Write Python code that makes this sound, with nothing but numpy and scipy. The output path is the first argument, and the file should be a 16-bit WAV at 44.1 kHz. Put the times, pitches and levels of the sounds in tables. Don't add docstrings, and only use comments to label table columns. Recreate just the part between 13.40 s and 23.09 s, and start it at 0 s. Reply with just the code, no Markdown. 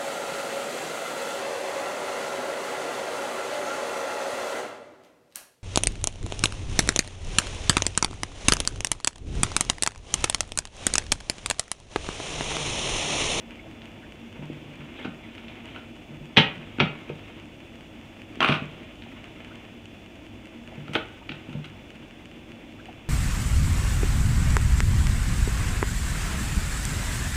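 import sys
import numpy as np
from scipy import signal
from scipy.fft import rfft, irfft
from scipy.io import wavfile
from scipy.ndimage import uniform_filter1d, minimum_filter1d

SR = 44100
rng = np.random.default_rng(int(sys.argv[2]) if len(sys.argv) > 2 else 0)


def output_pcm(signal):
    pcm = np.clip(np.atleast_2d(signal).T, -1, 1) * 32767
    wavfile.write(sys.argv[1], SR, np.round(pcm).astype(np.int16))


N = 427302

# (time [s], snap [dB], air clap [dB], edge [dB], decay time [s],
# face slap [dB], thud [dB], thud frequency [Hz], ring relative to thud [dB], rebound [dB])
DECK_KNOCKS = [(1.648, -34.5, -32.5, -75, 0.0079, -35, -21.5, 266, -12, -25),
               (2.9699, -7, -24.5, -42, .016, -13, -7, 210, -3, -10),
               (3.4015, -12, -19, -57, 0.0061, -19.5, -14, 310, -0.5, -14.5),
               (3.694, -37, -44, -72, 0.004, -42, -23, 395, -5, -35),
               (5.0875, -15, -15, -43, .002, -21, -13.5, 222, 0.5, -18.5),
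               (7.5527, -18, -18, -45, 0.0054, -24.5, -17, 350, -14, -31)]
# (time [s], snap [dB], air clap [dB], edge [dB], decay time [s])
CARD_SNAPS = [(0.419, -34, -52, -75, 0.0011), (1.980, -39, -44, -72, 0.0039),
              (2.082, -36, -60, -70, 0.0038), (2.3615, -40, -32, -75, 0.0028),
              (3.385, -46, -33, -69, 0.0068), (5.0053, -14, -17.5, -41, 0.0029),
              (5.027, -17.5, -16, -45, 0.0054), (5.0448, -19.5, -13.5, -43, 0.0048),
              (5.0812, -36, -42, -41, .001), (5.1244, -19.5, -23, -53, 0.0047),
              (5.622, -36.5, -54, -78, 0.003), (7.481, -41, -35.5, -70, 0.0023),
              (7.534, -33.5, -43, -47, .014), (7.8925, -25, -39, -80, 0.0033),
              (7.919, -31, -38, -69, 0.0033), (8.128, -40.5, -45, -60, 0.0067),
              (8.243, -38.5, -43, -57, 0.01)]
# (frequency [Hz], relative level [dB])
SNAP_SPECTRUM = [(40, -56), (300, 2.5), (1000, -15.5), (1600, -7), (2100, 0), (2600, 2.5), (3150, 2),
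                 (3550, -4), (4100, -10.5), (5000, -21.5), (6000, -24), (7000, -38), (9000, -60),
                 (11000, -79)]
CLAP_SPECTRUM = [(35, -53), (120, -20), (350, -15.5), (500, -10), (650, -1), (780, 1), (950, -4),
                 (1150, -0.5), (1450, -8), (1900, -11.5), (3000, -4.5), (6000, -70)]
EDGE_SPECTRUM = [(100, -51), (1500, -7), (4000, 3), (6200, 5.5), (7300, -3.5), (8800, 4), (10400, -17),
                 (11500, -8), (15500, -23)]
# (time [s], level [dB], push frequency [Hz])
HAND_BUMPS = [(0.993, -30.5, 190), (1.026, -28, 242), (1.1, -23, 265), (1.257, -40, 170), (1.399, -38, 166),
              (2.706, -38, 169), (2.810, -39, 160), (3.173, -30, 212), (3.386, -20, 259), (4.972, -29, 270),
              (5.012, -22.5, 258), (5.221, -23, 224), (7.379, -33, 174), (7.494, -27.5, 213),
              (7.901, -27.5, 227), (8.088, -27.5, 228), (8.151, -25, 178)]
# (frequency [Hz], relative level [dB], T60 [s])
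TABLE_MODES = [(97, -6.5, 0.21), (150.7, 13, 0.36), (209, 8, 0.18), (296, -24, 0.14), (365, -19, .22),
               (485, 4, 0.21), (498, 7, 0.2), (583, 12, 0.26), (760, -16.5, .15), (904, 7, .18)]
# (start [s], duration [s], relative level [dB])
SLIDE_STROKES = [(0.077, 0.36, -58), (1.004, .54, -53), (1.544, 0.089, -44.5), (1.814, .38, -50.5),
                 (2.235, 0.15, -49.5), (3.108, 0.87, -50.5), (4.923, 0.56, -50.5), (5.55, 0.71, -53),
                 (7.265, .26, -53), (7.52, .03, -43), (7.62, 0.15, -51.5), (7.903, 0.24, -53),
                 (9.06, 0.21, -58)]
# (frequency [Hz], relative level [dB])
FRICTION_SPECTRUM = [(100, -12), (250, 8.5), (600, -1.5), (1100, -3.5), (1700, -5), (2300, 1.5), (3100, -5),
                     (3800, -21), (4800, -27), (8000, -34), (15000, -46)]
# (midpoint [s], relative level [dB], frequency [Hz], duration [s])
FAINT_PIPS = [(0.197, -38, 2170, 0.011), (0.262, -40.5, 631, 0.049), (0.642, -46, 1660, 0.041),
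              (1.035, -47, 833, 0.051), (1.847, -44, 2150, 0.028), (5.666, -42, 734, 0.021),
              (6.118, -43.5, 1430, 0.033), (7.327, -41.5, 633, 0.038), (7.825, -44, 986, 0.027),
              (9.4, -44.5, 1480, 0.03), (9.491, -35.5, 636, 0.02)]
# (frequency [Hz], T60 [s])
ROOM_T60 = [(100, 0.14), (300, 0.38), (800, 0.36), (2500, 0.34), (5000, 0.21), (12000, 0.23)]
# (time [s], gain [dB])
REFLECTION_GAIN = [(1.6, -3), (2.97, -3.5), (3.4, -3.5), (5.0, -6.5), (5.12, -3), (7.55, -5.5), (7.9, -4),
                   (9.69, -1)]
# (first tick [s], tip level [dB], body level [dB])
TICK_TRAINS = [(.1565, -41, -28), (.108, -43, -25.5)]
ACCENTED_BEATS = [(1, 7, 16, 20, 21, 23, 27, 29, 31), (0, 3, 23, 28, 29, 35, 41, 44)]
# (frequency [Hz], relative level [dB])
TICK_TIP_SPECTRUM = [(100, -42), (3000, -31), (4500, 11), (5300, -0.5), (6500, 7), (9000, 2), (10500, -12),
                     (15000, -22)]
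TICK_BODY_SPECTRUM = [(100, -50), (700, -34), (1400, 2), (2000, 5), (2450, 8.5), (3000, 11), (3700, -22),
                      (4400, -11.5), (6000, -57)]
# (frequency [Hz], relative level [dB])
AMBIENT_SPECTRUM = [(20, -11), (50, 2.5), (170, -0.5), (310, 2), (430, -8), (620, -6), (1100, -18.5),
                    (1900, -18.5), (2750, -10.5), (4200, -30), (6700, -30), (10400, -40.5), (11500, -40.5),
                    (16000, -43)]
# (centre frequency [Hz], bandwidth [Hz], level [dB])
HUM_BANDS = [(100, 9.9, -56.5), (231.35, 9.6, -52.5), (319.3, 43, -55.5)]

POCKET_HZ = 1333


def card_impacts(first_touch=3.7, graininess=0.24):
    t = np.arange(SR // 8) / SR
    cards, edges = np.zeros((2, N))
    singles = [(s, snap, air, POCKET_HZ, edge, decay) for s, snap, air, edge, decay in CARD_SNAPS]
    for s, snap_db, air_db, pocket_hz, edge_db, decay_s in thumb_run() + deck_contacts() + singles:
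        spray, sizes = rng.standard_normal((2, len(t)))
        fade = np.exp(-t / decay_s)
        touch = unit_rms(spray * np.exp(graininess * sizes)) * fade
        touch[0] = first_touch
        strength = np.sqrt(np.mean(fade ** 2))
        snap = unit_rms(colour(touch, SNAP_SPECTRUM))
        puff = gain_of(-1) * unit_rms(colour(touch, CLAP_SPECTRUM))
        clap = unit_rms(puff + air_pocket(touch, pocket_hz))
        add(cards, s, strength * (gain_of(snap_db) * snap + gain_of(air_db) * clap))
        add(edges, s, strength * gain_of(edge_db) * unit_rms(colour(touch, EDGE_SPECTRUM)))
    return cards, edges


def deck_contacts(corner_lead_s=0.0055, corner_db=-16, corner_decay_s=0.0077,
                  face_lag_s=0.009, face_db=-14, face_hz=490, face_decay_s=0.006):
    rows = []
    for s, snap, air, edge, decay_s, slap, *_ in DECK_KNOCKS:
        rows.append((s - corner_lead_s, snap + corner_db, air + corner_db, POCKET_HZ,
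                     edge + corner_db, corner_decay_s))
        rows.append((s, snap, air, POCKET_HZ, edge, decay_s))
        rows.append((s + face_lag_s, snap + face_db, slap, face_hz, edge + face_db, face_decay_s))
    return rows


def thumb_run(count=7, start_s=5.015, gap_s=0.0205, jitter_s=0.00152, snap_db=-27.5, edge_db=-54,
              air_db=-19.5, air_db_per_s=-105, pocket_hz=1120, decay_s=0.016):
    lags = gap_s * np.arange(count) + jitter_s * rng.standard_normal(count)
    return [(start_s + lag, snap_db, air_db + air_db_per_s * lag, pocket_hz, edge_db, decay_s)
            for lag in lags]


def air_pocket(touch, hz, width_hz=420):
    radius = np.exp(-np.pi * width_hz / SR)
    resonator = [1, 0, -1, 1, -2 * radius * np.cos(2 * np.pi * hz / SR), radius ** 2]
    return unit_rms(signal.sosfilt([resonator, resonator], touch))


def table_thuds(bass_cutoff_hz=105):
    t, out = np.arange(SR // 2) / SR, np.zeros(N)
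    modes = sum(gain_of(db - 60 * t / t60) * np.sin(2 * np.pi * hz * t) for hz, db, t60 in TABLE_MODES)
    for s, db, hz, ring_db in table_blows():
        cycles = hz * t
        push = 2 * cycles * np.exp(1 - 2 * cycles) * np.sin(2 * np.pi * cycles)
        force = t * np.exp(-2 * np.pi * cycles)
        ring = signal.fftconvolve(force, modes)[:len(t)]
        add(out, s, gain_of(db) * (push + gain_of(ring_db) * ring / abs(ring).max()))
    return signal.sosfilt(signal.butter(3, bass_cutoff_hz, "high", fs=SR, output="sos"), out)


def table_blows(bump_hz=195.5, ring_db_per_octave=-25, thud_lag_s=0.00541,
                rebound_lag_s=0.029, rebound_hz=190, rebound_ring_db=-5):
    rows = [(s, db, hz, 1 + ring_db_per_octave * np.log2(hz / bump_hz)) for s, db, hz in HAND_BUMPS]
    for s, *_, thud_db, hz, ring_db, rebound_db in DECK_KNOCKS:
        rows.append((s + thud_lag_s, thud_db, hz, ring_db))
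        rows.append((s + rebound_lag_s, rebound_db, rebound_hz, rebound_ring_db))
    return rows


def card_slides(catches_per_s=70, catch_db=-10, uneven_db=3):
    level_db = rubbing_level_db()
    catches = rng.standard_normal(N) * (rng.random(N) < catches_per_s / SR)
    friction = rng.standard_normal(N) + gain_of(catch_db) * unit_rms(catches)
    swish_db = level_db.max() - 3 + 2 * (level_db - level_db.max())
    swish = gain_of(swish_db) * band_noise(hz=3000, width_hz=1100)
    rub_db = level_db - 2 + uneven_db * band_noise(hz=0, width_hz=54)
    return colour(friction * gain_of(rub_db), FRICTION_SPECTRUM) + swish


def rubbing_level_db(rise_s=0.019, fall_s=0.085, hold_db=-55.5):
    t, power = np.arange(N) / SR, gain_of(hold_db) ** 2
    for s, duration, db in SLIDE_STROKES:
        speed = np.clip((t - s) / rise_s, 0, 1) * np.clip(1 - (t - s - duration) / fall_s, 0, 1)
        power = power + (gain_of(db) * speed) ** 2
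    return 10 * np.log10(power)


def faint_pips(glide=0.08, blur_hz=130, trim_db=-2):
    out, unevenness = np.zeros(N), band_noise(hz=0, width_hz=270)
    for s, db, hz, duration in FAINT_PIPS:
        position = np.linspace(-0.5, 0.5, int(duration * SR))
        pitch = hz * (1 + glide * position) + blur_hz * unevenness[round(s * SR):][:len(position)]
        tone = np.sin(2 * np.pi * np.cumsum(pitch) / SR)
        add(out, s - duration / 2, gain_of(db + trim_db) * tone * np.cos(np.pi * position))
    return out


def wall_reflections(x, echoes_per_s=8000, build_s=0.0074):
    echoes = rng.choice([-1., 1.], SR // 2) * (rng.random(SR // 2) < echoes_per_s / SR)
    hz, t, bands = signal.stft(echoes, SR, nperseg=256)
    decay = gain_of(-60 * t / value_at(ROOM_T60, hz)[:, None])
    tail = signal.istft(bands * decay, SR, nperseg=256)[1]
    tail *= np.clip(np.arange(len(tail)) / SR / build_s, 0, 1)
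    midband = abs(rfft(tail, SR))[500:4000]
    return signal.fftconvolve(x, tail / np.sqrt(np.mean(midband ** 2)))[:N]


def ticks(periods_s=(0.3, 0.2048), accent_db=5.5, spread_db=1.5):
    tips, bodies = np.zeros((2, N))
    for (first, tip_db, body_db), period, accents in zip(TICK_TRAINS, periods_s, ACCENTED_BEATS):
        for beat, s in enumerate(np.arange(first, N / SR, period)):
            size_db = accent_db if beat in accents else spread_db * rng.standard_normal()
            add(tips, s, gain_of([tip_db + size_db]))
            add(bodies, s, gain_of([body_db + size_db]))
    return colour(tips, TICK_TIP_SPECTRUM) + colour(bodies, TICK_BODY_SPECTRUM)


def room_noise(air_db=-46.5, waver_db=0.5, whine_hz=3447, whine_db=-64.5, drift_hz=3):
    air = colour(rng.standard_normal(N), AMBIENT_SPECTRUM)
    air *= gain_of(air_db + waver_db * band_noise(hz=0, width_hz=32))
    hum = sum(gain_of(db) * band_noise(hz, width) for hz, width, db in HUM_BANDS)
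    pitch = whine_hz + drift_hz * band_noise(hz=0, width_hz=9.4)
    whine = np.sin(2 * np.pi * np.cumsum(pitch) / SR)
    return air + hum + gain_of(whine_db) * unit_rms(whine)


def gain_of(db):
    return 10 ** (np.asarray(db) / 20)


def unit_rms(x):
    return x / np.sqrt(np.mean(x ** 2) + 1e-20)


def value_at(points, hz):
    f, value = np.transpose(points)
    return np.interp(np.log(hz + 1), np.log(f + 1), value)


def add(mix, s, sound):
    part = mix[max(round(s * SR), 0):][:len(sound)]
    part += sound[:len(part)]


def colour(x, spectrum, size=4096):
    log_gain = np.log(gain_of(value_at(spectrum, abs(np.fft.fftfreq(size, 1 / SR)))))
    response = np.exp(np.conj(signal.hilbert(log_gain)))
    taps = np.fft.ifft(response).real[:size // 2]
    return signal.oaconvolve(x, taps / np.linalg.norm(taps))[:len(x)]


def band_noise(hz, width_hz):
    bell = np.exp(-2 * ((np.fft.rfftfreq(N, 1 / SR) - hz) / width_hz) ** 2)
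    return unit_rms(irfft(rfft(rng.standard_normal(N)) * bell, N))


def scene(edge_reflection_db=-4, table_reflection_db=-8):
    cards, edges = card_impacts()
    cards += card_slides()
    table = table_thuds()
    card_reflection_db = np.interp(np.arange(N) / SR, *np.transpose(REFLECTION_GAIN))
    walls = wall_reflections(gain_of(card_reflection_db) * cards + gain_of(edge_reflection_db) * edges
                             + gain_of(table_reflection_db) * table)
    return (cards + edges + table + walls + faint_pips() + ticks() + room_noise())[None]


def record(dry, ceiling=0.88, cutoff_hz=15800):
    allowed = np.minimum(1, ceiling / (abs(dry) + 1e-9))
    held = minimum_filter1d(allowed, size=161)
    gain = uniform_filter1d(uniform_filter1d(held, size=81), size=81)
    lowpass = signal.firwin(511, cutoff_hz, window=("kaiser", 9), fs=SR)
    return signal.oaconvolve(dry * gain, lowpass[None], "same")


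dry = scene()
out = record(dry)
output_pcm(out)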